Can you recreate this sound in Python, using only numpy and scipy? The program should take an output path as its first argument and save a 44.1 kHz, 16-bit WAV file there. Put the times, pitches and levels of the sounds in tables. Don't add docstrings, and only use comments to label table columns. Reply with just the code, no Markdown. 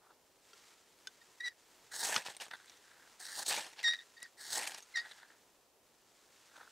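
import sys
import numpy as np
from scipy import signal
from scipy.fft import rfft, irfft, next_fast_len
from scipy.io import wavfile
from scipy.ndimage import uniform_filter1d

SR = 44100
rng = np.random.default_rng(int(sys.argv[2]) if len(sys.argv) > 2 else 0)


def dump(signal):
    limited = np.clip(np.atleast_2d(signal).T, -1, 1)
    pcm = np.round(limited * 32767).astype(np.int16)
    wavfile.write(sys.argv[1], SR, pcm)


N = 296101

# f/Hz, relative level per Hz/dB
GRIND = [(70, -30), (130, -21.5), (330, -11.5), (520, -6.5), (700, -2.5), (900, 2), (1080, -7.5),
         (1250, -10), (1600, -13.5), (2500, -84)]
# f/Hz, relative level per Hz/dB
SPARK = [(710, -29), (1200, -35), (1770, 1), (3300, 0), (3600, 6.5), (5130, -4.5), (5650, 1.5),
         (8880, -4.5), (15700, -28)]
SPLIT_HZ = 6000
DUG_IN = 0.088
SLIDE_SHARE = 0.61


def amp(db):
    return 10 ** (np.asarray(db) / 20)


def evened(x):
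    return x / np.sqrt(np.mean(x ** 2) + 1e-20)


def colour(x, points):
    f, db = np.transpose(points)
    size = next_fast_len(len(x))
    hz = np.fft.rfftfreq(size, 1 / SR)
    gain = amp(np.interp(np.log(hz + 1), np.log(f + 1), db, -90, -90))
    return evened(irfft(rfft(x, size) * gain, size)[:len(x)])


def add(mix, s, sound):
    part = mix[round(s * SR):][:len(sound)]
    part += sound[:len(part)]


def resonate(x, hz, width):
    turn = np.exp(2j * np.pi * np.cumsum(hz * np.ones(len(x))) / SR)
    r = np.exp(-np.pi * width / SR)
    return 2 * (turn * signal.lfilter([1 - r], [1, -r], x / turn)).real


def wander(count, per_s):
    span = max(round(SR / per_s), 1)
    noise = rng.standard_normal(count + 4 * span)
    smooth = uniform_filter1d(uniform_filter1d(noise, span), span)
    return evened(smooth[2 * span:][:count])


def grains(count, per_s, spread_db):
    size = amp(spread_db * np.minimum(rng.exponential(1, count), 5)) * rng.standard_normal(count)
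    hits = size * (rng.random(count) < per_s / SR)
    return evened(hits + 0.26 * rng.standard_normal(count))


def halves(x):
    low = signal.oaconvolve(x, signal.firwin(31, SPLIT_HZ, fs=SR), "same")
    return evened(low), evened(x - low)


def patchy(x, patch_db):
    z = signal.stft(x, nperseg=128)[2]
    across_pitch = uniform_filter1d(rng.standard_normal(z.shape), size=2, axis=0)
    clumps = evened(uniform_filter1d(across_pitch, size=7, axis=1))
    return evened(signal.istft(z * amp(patch_db * clumps), nperseg=128)[1][:len(x)])


def columns(rows, lap=0.002):
    s, *values = np.transpose(rows)
    t = np.arange(s[0], s[-1] + lap, 1 / SR)
    fade = np.sqrt(np.clip(np.minimum(t - s[0], t[-1] - t) / lap, 0, 1))
    curves = [uniform_filter1d(np.interp(t, s, v), size=90, mode="nearest") for v in values]
    return s[0], fade, curves


def air():
    # f/Hz, relative level per Hz/dB
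    air_tone = [(12, -52.5), (20, -15), (65, -13.5), (130, -11.5), (186, -12), (233, -8.5), (407, -3.5),
                (618, -6.5), (993, -8), (1640, -21), (8270, -22.5), (12200, -22), (15700, -23.5)]
    level_db = -71.5 + 0.99 * wander(N, 7.1)
    return amp(level_db) * colour(rng.standard_normal(N), air_tone)


def sleeves():
    # t/s, level/dB
    rubbing = [(0.0, -76.5), (0.358, -74), (0.48, -67), (0.64, -63), (0.84, -69), (1.338, -67),
               (1.476, -72.5), (1.714, -67), (4.06, -65), (4.36, -71.5), (5.122, -63), (5.24, -68),
               (5.776, -77), (6.05, -72), (6.296, -68), (6.426, -66), (6.71, -65)]
    # f/Hz, relative level per Hz/dB
    wool = [(530, -36), (900, -5.5), (1120, -9), (1350, -3.5), (1490, -6.5), (1740, -4.5), (2130, -6.5),
            (7480, -8), (15700, -28.5)]
    s, db = np.transpose(rubbing)
    level_db = np.interp(np.arange(N) / SR, s, db) + 1.0 * wander(N, 37.4)
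    return amp(level_db) * colour(grains(N, 5000, 0.54), wool)


def snap(s, db, hz, bass_db, treble_db, t60):
    t = np.arange(SR // 8) / SR
    grit = grains(len(t), 4000, 2.5)
    grit[12] += 4.0
    rasp, fizz = halves(colour(grit, SPARK))
    tuned = evened(resonate(grit, hz, 180))
    crack = 0.1 * rasp + 0.5 * amp(treble_db) * fizz + 0.14 * tuned
    push = 0.5 * amp(bass_db) * colour(grit, GRIND)
    fall = amp(db - 60 * t / max(t60, 0.002))
    return s, fall * np.minimum(t / 0.00042, 1) * (crack + push)


def tap(s, db, tune, damp, crack_db, thud_db, thud_hz):
    # f/Hz, relative level/dB, time to fade 60 dB/s
    steel = [(1530, -5.5, 0.043), (3030, -8.5, 0.027), (3550, -7, 0.044), (4100, -28, .02),
             (5120, -1, 0.014), (6410, -7.5, 0.035)]
    t = np.arange(SR // 8) / SR
    ring = sum(amp(d - 60 * damp * t / t60) * np.sin(2 * np.pi * hz * tune * t) for hz, d, t60 in steel)
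    crack = colour(rng.standard_normal(len(t)), SPARK) * amp(crack_db - 60 * t / 0.028)
    thud = amp(thud_db - 60 * t / 0.059) * np.sin(2 * np.pi * thud_hz * t) * np.minimum(t / 0.007, 1)
    return s, amp(db) * ((0.78 * ring + crack) * np.minimum(t / 0.00066, 1) + thud)


def slips(rows, stall_s):
    clean, stalled, stalling_s = 0.07, 0.77, 0.03
    return [(s, hz, db, *(db + np.array(rel)), np.interp(s - stall_s, [0, stalling_s], [clean, stalled]))
            for s, hz, db, *rel in rows]


def squeak(rows):
    # multiple of the slip rate, level against the third partial/dB
    overtones = [(3, -0.5), (4, -11), (5, -16.5)]
    # multiple of the slip rate, relative level/dB
    half_tones = [(.5, -16), (1.5, -16), (2.5, 1.5), (3.5, -12.5)]
    s, fade, (hz, first_db, second_db, third_db, half_db, flutter) = columns(rows, lap=0.0013)
    n = len(fade)
    flutter = np.clip(flutter, 0, 1)
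    shaky_hz = hz * (1 + (0.0044 + 0.0076 * flutter) * wander(n, 370))
    turn = 2 * np.pi * np.cumsum(shaky_hz) / SR
    throb_hz = 125 * (1 + 0.263 * wander(n, 65.7))
    throb = 1 - flutter * np.cos(np.pi * np.cumsum(throb_hz) / SR) ** 2
    first = amp(first_db) * np.sin(turn)
    upper = amp(second_db) * np.cos(2 * turn)
    for k, db in overtones:
        upper = upper + amp(third_db + db + 1.4 * (k - 1.5) * wander(n, 260)) * np.cos(k * turn)
    half = sum(amp(db) * wander(n, 850) * np.cos(k * turn) for k, db in half_tones)
    return s, fade * np.sqrt(2) * (first * throb + upper * throb ** 2 + amp(half_db) * half)


def under(rows):
    # rasp/dB, fizz/dB, blade ring/dB, grind/dB
    drag_mix = (-20, -29, -14.5, -39)
    return [(s, *(db + np.array(drag_mix)), 0.97, SLIDE_SHARE) for s, hz, db, *rel in rows]


def slide(rows, tune, grind_db):
    fizz_db = -12
    return [(s, db + rel, db + rel + fizz_db, db, db + grind_db, tune, SLIDE_SHARE) for s, db, rel in rows]


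def skip(s, db, fizz_db, rise, fall):
    # blade ring/dB, grind/dB
    skip_mix = (-4.5, -5.5)
    rise_db, fall_db, tune = -14, -25.5, 0.916
    shape = [(s - rise, db + rise_db), (s, db), (s + fall, db + fall_db)]
    return [(t, d, d + fizz_db, *(d + np.array(skip_mix)), tune, DUG_IN) for t, d in shape]


def stroke(rows, dig_s, tune):
    skimming, digging_s = 0.96, 0.027
    return [(s, db, *(db + np.array(rel)), tune, np.interp(s - dig_s, [0, digging_s], [skimming, DUG_IN]))
            for s, db, *rel in rows]


def scrape(rows, hiss, modes, chatter_db, patch_db, ring_hz, ring_width):
    s, fade, (rasp_db, fizz_db, blade_db, grind_db, tune, share) = columns(rows)
    n = len(fade)
    bite = amp(chatter_db * wander(n, 183))
    grit = grains(n, 12000, 2.8) * bite
    drift = 1 + 0.016 * wander(n, 13.7)
    rod = np.zeros(n)
    for hz, width, db in modes:
        ring = evened(resonate(resonate(grit, hz * drift, width), hz, 4.0 * width))
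        rod += amp(db + 2.5 * wander(n, 39.6)) * ring
    share = np.clip(share, 0, 1)
    torn = halves(patchy(colour(grit, hiss), patch_db))
    rasp, fizz = (np.sqrt(1 - share) * a + np.sqrt(share) * b for a, b in zip(torn, halves(rod)))
    blade_hz = ring_hz * tune
    blade = evened(resonate(resonate(grit, blade_hz, ring_width), blade_hz, 3 * ring_width))
    grind = colour(grains(n, 1500, 2.5) * bite, GRIND)
    sound = amp(rasp_db) * rasp + amp(fizz_db) * fizz + amp(blade_db) * blade + amp(grind_db) * grind
    return s, fade * sound


def scene():
    # t/s, level/dB, centre f/Hz, bass/dB, treble/dB, time to fade 60 dB/s
    snap_rows = [(1.4594, -34, 1860, -46, -21, .05), (1.4794, -34.5, 1820, -46, -16, 0.051),
                 (2.2274, -47, 2740, -20, -13, 0.027), (2.2628, -29.5, 2750, -10, -25, 0.037),
                 (2.2844, -28, 1860, -7, -21, 0.015), (2.3002, -39, 3720, -5, -22, .049),
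                 (2.3486, -34, 2760, -15, -20, .024), (2.3665, -29.5, 8800, -19, -24, 0.031),
                 (2.4009, -29.5, 2810, -22, -32.5, 0.039), (2.4164, -38, 2230, -12, -28, 0.054),
                 (2.4644, -40.5, 2850, -4, -21, .023), (2.4823, -41, 1640, -6, -9, .02),
                 (2.5122, -29, 1540, -21, -39, .02), (2.5386, -46, 1550, -21, -31, 0.049),
                 (2.6587, -45, 1960, -15, -9, 0.023), (2.6968, -33, 5700, -20, -24, 0.03),
                 (2.7686, -42, 6030, -28, -26, 0.056), (3.0754, -48, 1950, -18, -22, .03),
                 (3.2005, -35, 4540, -8.5, -7, 0.024), (3.4251, -28, 8110, -15, -9, 0.037),
                 (3.463, -24, 3940, -21, -10, 0.053), (3.482, -30.5, 8300, -7, -15, .03),
                 (3.5414, -26, 2750, -14, -26, 0.077), (3.5763, -25, 2390, -13.5, -18, 0.11),
                 (3.6644, -36, 3080, -9.5, -8, 0.031), (3.7254, -37.5, 2000, -17, -19, 0.074),
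                 (3.7918, -32, 2600, -37, -32, 0.099), (3.8294, -26.5, 1970, -32, -18, 0.069),
                 (3.9344, -21.5, 1750, -33, -37, 0.044), (4.2028, -39, 1930, -19, -19, .03),
                 (4.2283, -26, 1900, -20.5, -5, 0.013), (4.6249, -36, 1830, -22, -16, .03),
                 (4.6738, -23, 1760, -27, -19, 0.026), (4.7451, -26, 5650, -16, -20, 0.019),
                 (4.7805, -44, 3470, -13, -19, .05), (4.8044, -35.5, 5670, -16, -15, 0.015),
                 (4.8244, -39, 6500, -25, -13, 0.056), (4.9691, -31, 1830, -34, -22, .022),
                 (5.0462, -42, 1930, -22, -21, .03), (5.1118, -37, 3450, -19, -27, 0.058),
                 (6.5665, -35, 1540, -28, -23, 0.019), (6.5774, -40, 1390, -6, -25, .03),
                 (6.6134, -41, 1500, -8, -25, .025)]
    # t/s, level/dB, tuning factor, damping factor, crack/dB, thud/dB, thud f/Hz
    tap_rows = [(.532, -48, .9, .8, -10, -8, 400), (1.0715, -32, 1.0, 1.0, -10, -40, 400),
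                (2.1619, -15, .83, 1.9, -22, -30, 140), (2.1641, -19, .95, 1.6, -22, -26, 230)]
    # second partial/dB, third partial/dB, half partials/dB
    squeak_lists = [
        [(1.208, 1830, -75, -10, -20, -5), (1.219, 1860, -59.5, -6, -18, -13), (1.23, 1900, -72, -15, -20, -6)],
        [(1.398, 2000, -71, -25, -28, -29), (1.406, 1905, -39, -7, -11, -21), (1.426, 1920, -50, -15, -33, -29),
         (1.446, 1990, -41, -3.5, -17, -29), (1.464, 1936, -40.5, -3, -15, -13.5),
         (1.482, 1912, -36.5, -10, -15, -22), (1.492, 2010, -57, -4, -13, -13),
         (1.512, 1860, -60, -13, -19, -14), (1.53, 1830, -65, -20, -25, -20)],
        [(4.165, 1870, -59, -9, -18, -11), (4.181, 1852, -55, -3, -22, -10), (4.195, 1937, -61, -14, -18, -18),
         (4.213, 1869, -62, -19, -18, -23), (4.221, 1922, -47, -1, -23, -17), (4.235, 1982, -54, -4, -12, -6),
         (4.258, 1866, -48.5, -23, -19, -18), (4.285, 1850, -72, -12, -15, -8)],
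        [(4.935, 2054, -77, -13, -25, -10), (4.942, 2094, -51.5, -7, -29, -19),
         (4.954, 2048, -43.5, -6, -34, -20), (4.961, 1880, -31, -9, -7, -27), (4.967, 1917, -47.5, -6, -8, 2.5),
         (4.972, 1876, -33.5, -11, -11, -11), (4.998, 1876, -37.5, -8.5, -28, -13),
         (5.02, 1937, -49, -16, -25, -18), (5.04, 1910, -60, -18, -25, -16), (5.05, 1926, -50, -18, -25, -24),
         (5.085, 1900, -64, -18, -25, -20)],
        [(3.838, 2060, -40, -1, -14, -20), (3.846, 1878, -30.5, -6, -9.5, -16),
         (3.886, 1858, -33, 4.5, -8.5, -13.5), (3.9, 1883, -34.5, 3.5, -8.5, -20),
         (3.942, 1895, -39, -1, -20, -15), (3.956, 1908, -45.5, 4, -16, -25), (3.978, 1833, -60, -9, -10, -13),
         (3.988, 1910, -48.5, 3, -16, -28), (4.0, 1786, -53, 3, -14, -10), (4.02, 1961, -58.5, 0, -15, -19),
         (4.035, 1800, -62, -7, -9, -13)],
    ]
    stall_times = [1.3, 1.49, 4.12, 4.985, 3.89]
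    # t/s, blade ring level/dB, rasp against it/dB
    slide_lists = [
        [(0.0, -75, 2), (0.006, -78.5, -17), (0.062, -66, -11), (0.124, -72, -10), (0.14, -90, 0)],
        [(2.505, -67, -12), (2.511, -52, -8), (2.553, -49.5, -3), (2.569, -69, -13), (2.6, -65, -4)],
        [(2.6, -63, -5), (2.7, -80, 8), (2.774, -74, 8), (2.824, -81, -2), (2.85, -67, -8), (2.95, -69.5, -6),
         (2.975, -63.5, -9.5), (3.02, -68, -10), (3.074, -61, -22), (3.095, -93.5, 0)],
        [(5.01, -57, -13), (5.07, -60, -5), (5.09, -62, -1), (5.122, -63, 5), (5.15, -65, -7), (5.192, -64, -1),
         (5.26, -62, -7), (5.28, -76, -15), (5.31, -65, -16), (5.37, -71, -16), (5.39, -91, -6)],
        [(6.49, -78, -2), (6.52, -66, -14), (6.56, -59.5, -15), (6.575, -58, -19), (6.6, -61, -19),
         (6.616, -55, -18), (6.63, -62, -7), (6.67, -64, -13), (6.71, -80, -10)],
    ]
    # blade tuning factor, grind against the blade/dB
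    touches = [(0.68, 0), (0.89, -11.5), (0.86, -12), (0.9, -8.5), (.79, -10)]
    # peak t/s, rasp level/dB, fizz against it/dB, rise/s, fall/s
    skip_rows = [(2.262, -45.5, -6.5, .016, 0.069), (2.301, -52.5, -3.5, .012, .07),
                 (2.412, -46.5, -4.5, .014, .08), (3.79, -54.5, -14, .03, 0.17),
                 (4.712, -51, -3.5, .012, .12), (4.744, -51.5, -12.5, .006, .05),
                 (4.784, -49.5, -4, .014, 0.023)]
    # fizz/dB, blade ring/dB, grind/dB
    stroke_lists = [
        [(1.905, -86, -15, 2, 4), (1.917, -58, 3, 6, -10), (1.942, -51.5, 0, -1, -9.5),
         (1.992, -48.5, 5, -5, -11), (2.03, -42, 1, -2.5, -6), (2.1, -46, 4, -0.5, 0),
         (2.116, -45, -0.5, -1, -1), (2.152, -42.5, -5, -2, -1), (2.176, -46, -3.5, 0.5, 2),
         (2.2, -51.5, -5.5, -1, -3.5), (2.245, -61.5, -4, -6, -3)],
        [(3.194, -73, 2, -2, -8), (3.198, -58, 1, 0, -6), (3.262, -52, 2.5, -6.5, -15),
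         (3.288, -54.5, -0.5, 3, -10), (3.354, -50, -1, -6, -16), (3.394, -44, 0.5, -8, -6),
         (3.432, -56.5, 0, 0, -4), (3.446, -67, -2, 1, 2), (3.462, -48, 0, -19, -16), (3.474, -49, 3, -19, -13),
         (3.486, -42.5, 5.5, -13, -12), (3.498, -41, 4.5, -2.5, -6.5), (3.512, -39.5, -4.5, -5, -3.5),
         (3.562, -44, -2.5, -5.5, -7.5), (3.584, -46.5, -3, -6, 2), (3.636, -49, -5.5, -4, -8.5),
         (3.67, -56, -5, -6, -1.5), (3.72, -67.5, -5, -4, -8)],
        [(4.372, -68.5, 0, 3, -6), (4.41, -55, 0.5, -3.5, -15), (4.482, -54.5, 0.5, -2.5, -13),
         (4.56, -39.5, -1, -7, -9), (4.582, -45, 3.5, 1, 2), (4.604, -47, -2.5, -1, -2.5),
         (4.616, -49, 0, -2, 1), (4.626, -49, -2, -1, -6.5), (4.65, -46.5, -2, -2, -3.5),
         (4.66, -49, -6, 1, -0.5), (4.676, -44.5, -1, -9, -10), (4.69, -54, 6, -1, 0.5),
         (4.71, -53, -6, -4, -7)],
    ]
    # t/s when the edge starts to dig in, blade tuning factor
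    digs = [(2.03, 0.94), (3.485, 0.94), (4.56, 0.96)]
    # f/Hz, relative level per Hz/dB
    grit_tone = [(1240, -46), (2100, 3.5), (2820, 5), (3880, 0.5), (4520, -2), (5910, -2.5), (8930, -3.5),
                 (14900, -20.5), (15700, -33)]
    # f/Hz, relative level per Hz/dB
    drag_tone = [(1180, -41), (2000, 23), (3050, -15), (3330, -6), (3880, -2), (4500, 8.5), (6080, -9),
                 (9690, -39), (11600, -25), (14400, -30), (15700, -43)]
    # f/Hz, first filter's width/Hz, mean level/dB
    rod_modes = [(4100, 370, -2), (4540, 910, 11.5), (5440, 380, 3), (6530, 1800, 9.5), (8080, 510, 6),
                 (8850, 330, -2), (10360, 480, -6), (11600, 230, -14), (14500, 610, -9)]
    # f/Hz, first filter's width/Hz, mean level/dB
    edge_modes = [(3530, 330, 5), (3920, 480, 3.5), (4470, 300, -16), (6040, 150, -14), (8500, 480, -1),
                  (10400, 330, -9), (13700, 270, -17)]

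    near = sleeves()
    hard = [stroke(rows, *dig) for rows, dig in zip(stroke_lists, digs)] + [skip(*row) for row in skip_rows]
    for rows in hard:
        add(near, *scrape(rows, grit_tone, rod_modes, chatter_db=1.5, patch_db=3.0, ring_hz=1850, ring_width=344))
    light = [slide(rows, *touch) for rows, touch in zip(slide_lists, touches)]
    light += [under(rows) for rows in squeak_lists]
    for rows in light:
        add(near, *scrape(rows, drag_tone, edge_modes, chatter_db=4.0, patch_db=2.0, ring_hz=1814, ring_width=360))
    for rows, stall_s in zip(squeak_lists, stall_times):
        add(near, *squeak(slips(rows, stall_s)))
    for row in tap_rows:
        add(near, *tap(*row))
    for row in snap_rows:
        add(near, *snap(*row))
    near = signal.sosfilt(signal.butter(4, 95, "high", fs=SR, output="sos"), near)
    return np.array([near, near]) + air()


def record(dry):
    # f/Hz, relative level per Hz/dB
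    hiss_tone = [(12, -38), (20, 2), (65, -2.5), (208, -0.5), (283, -1), (385, -2), (418, -1), (553, -3.5),
                 (2230, -9), (6990, -5), (15700, -7.5)]
    hiss_db, top_hz = -78, 15800
    side = amp(hiss_db) * colour(rng.standard_normal(N), hiss_tone)
    both = dry + np.array([side, -side])
    low_pass = signal.firwin(511, top_hz, window=("kaiser", 9), fs=SR)
    return signal.oaconvolve(both, low_pass[None], "same")


dry = scene()
out = record(dry)
dump(out)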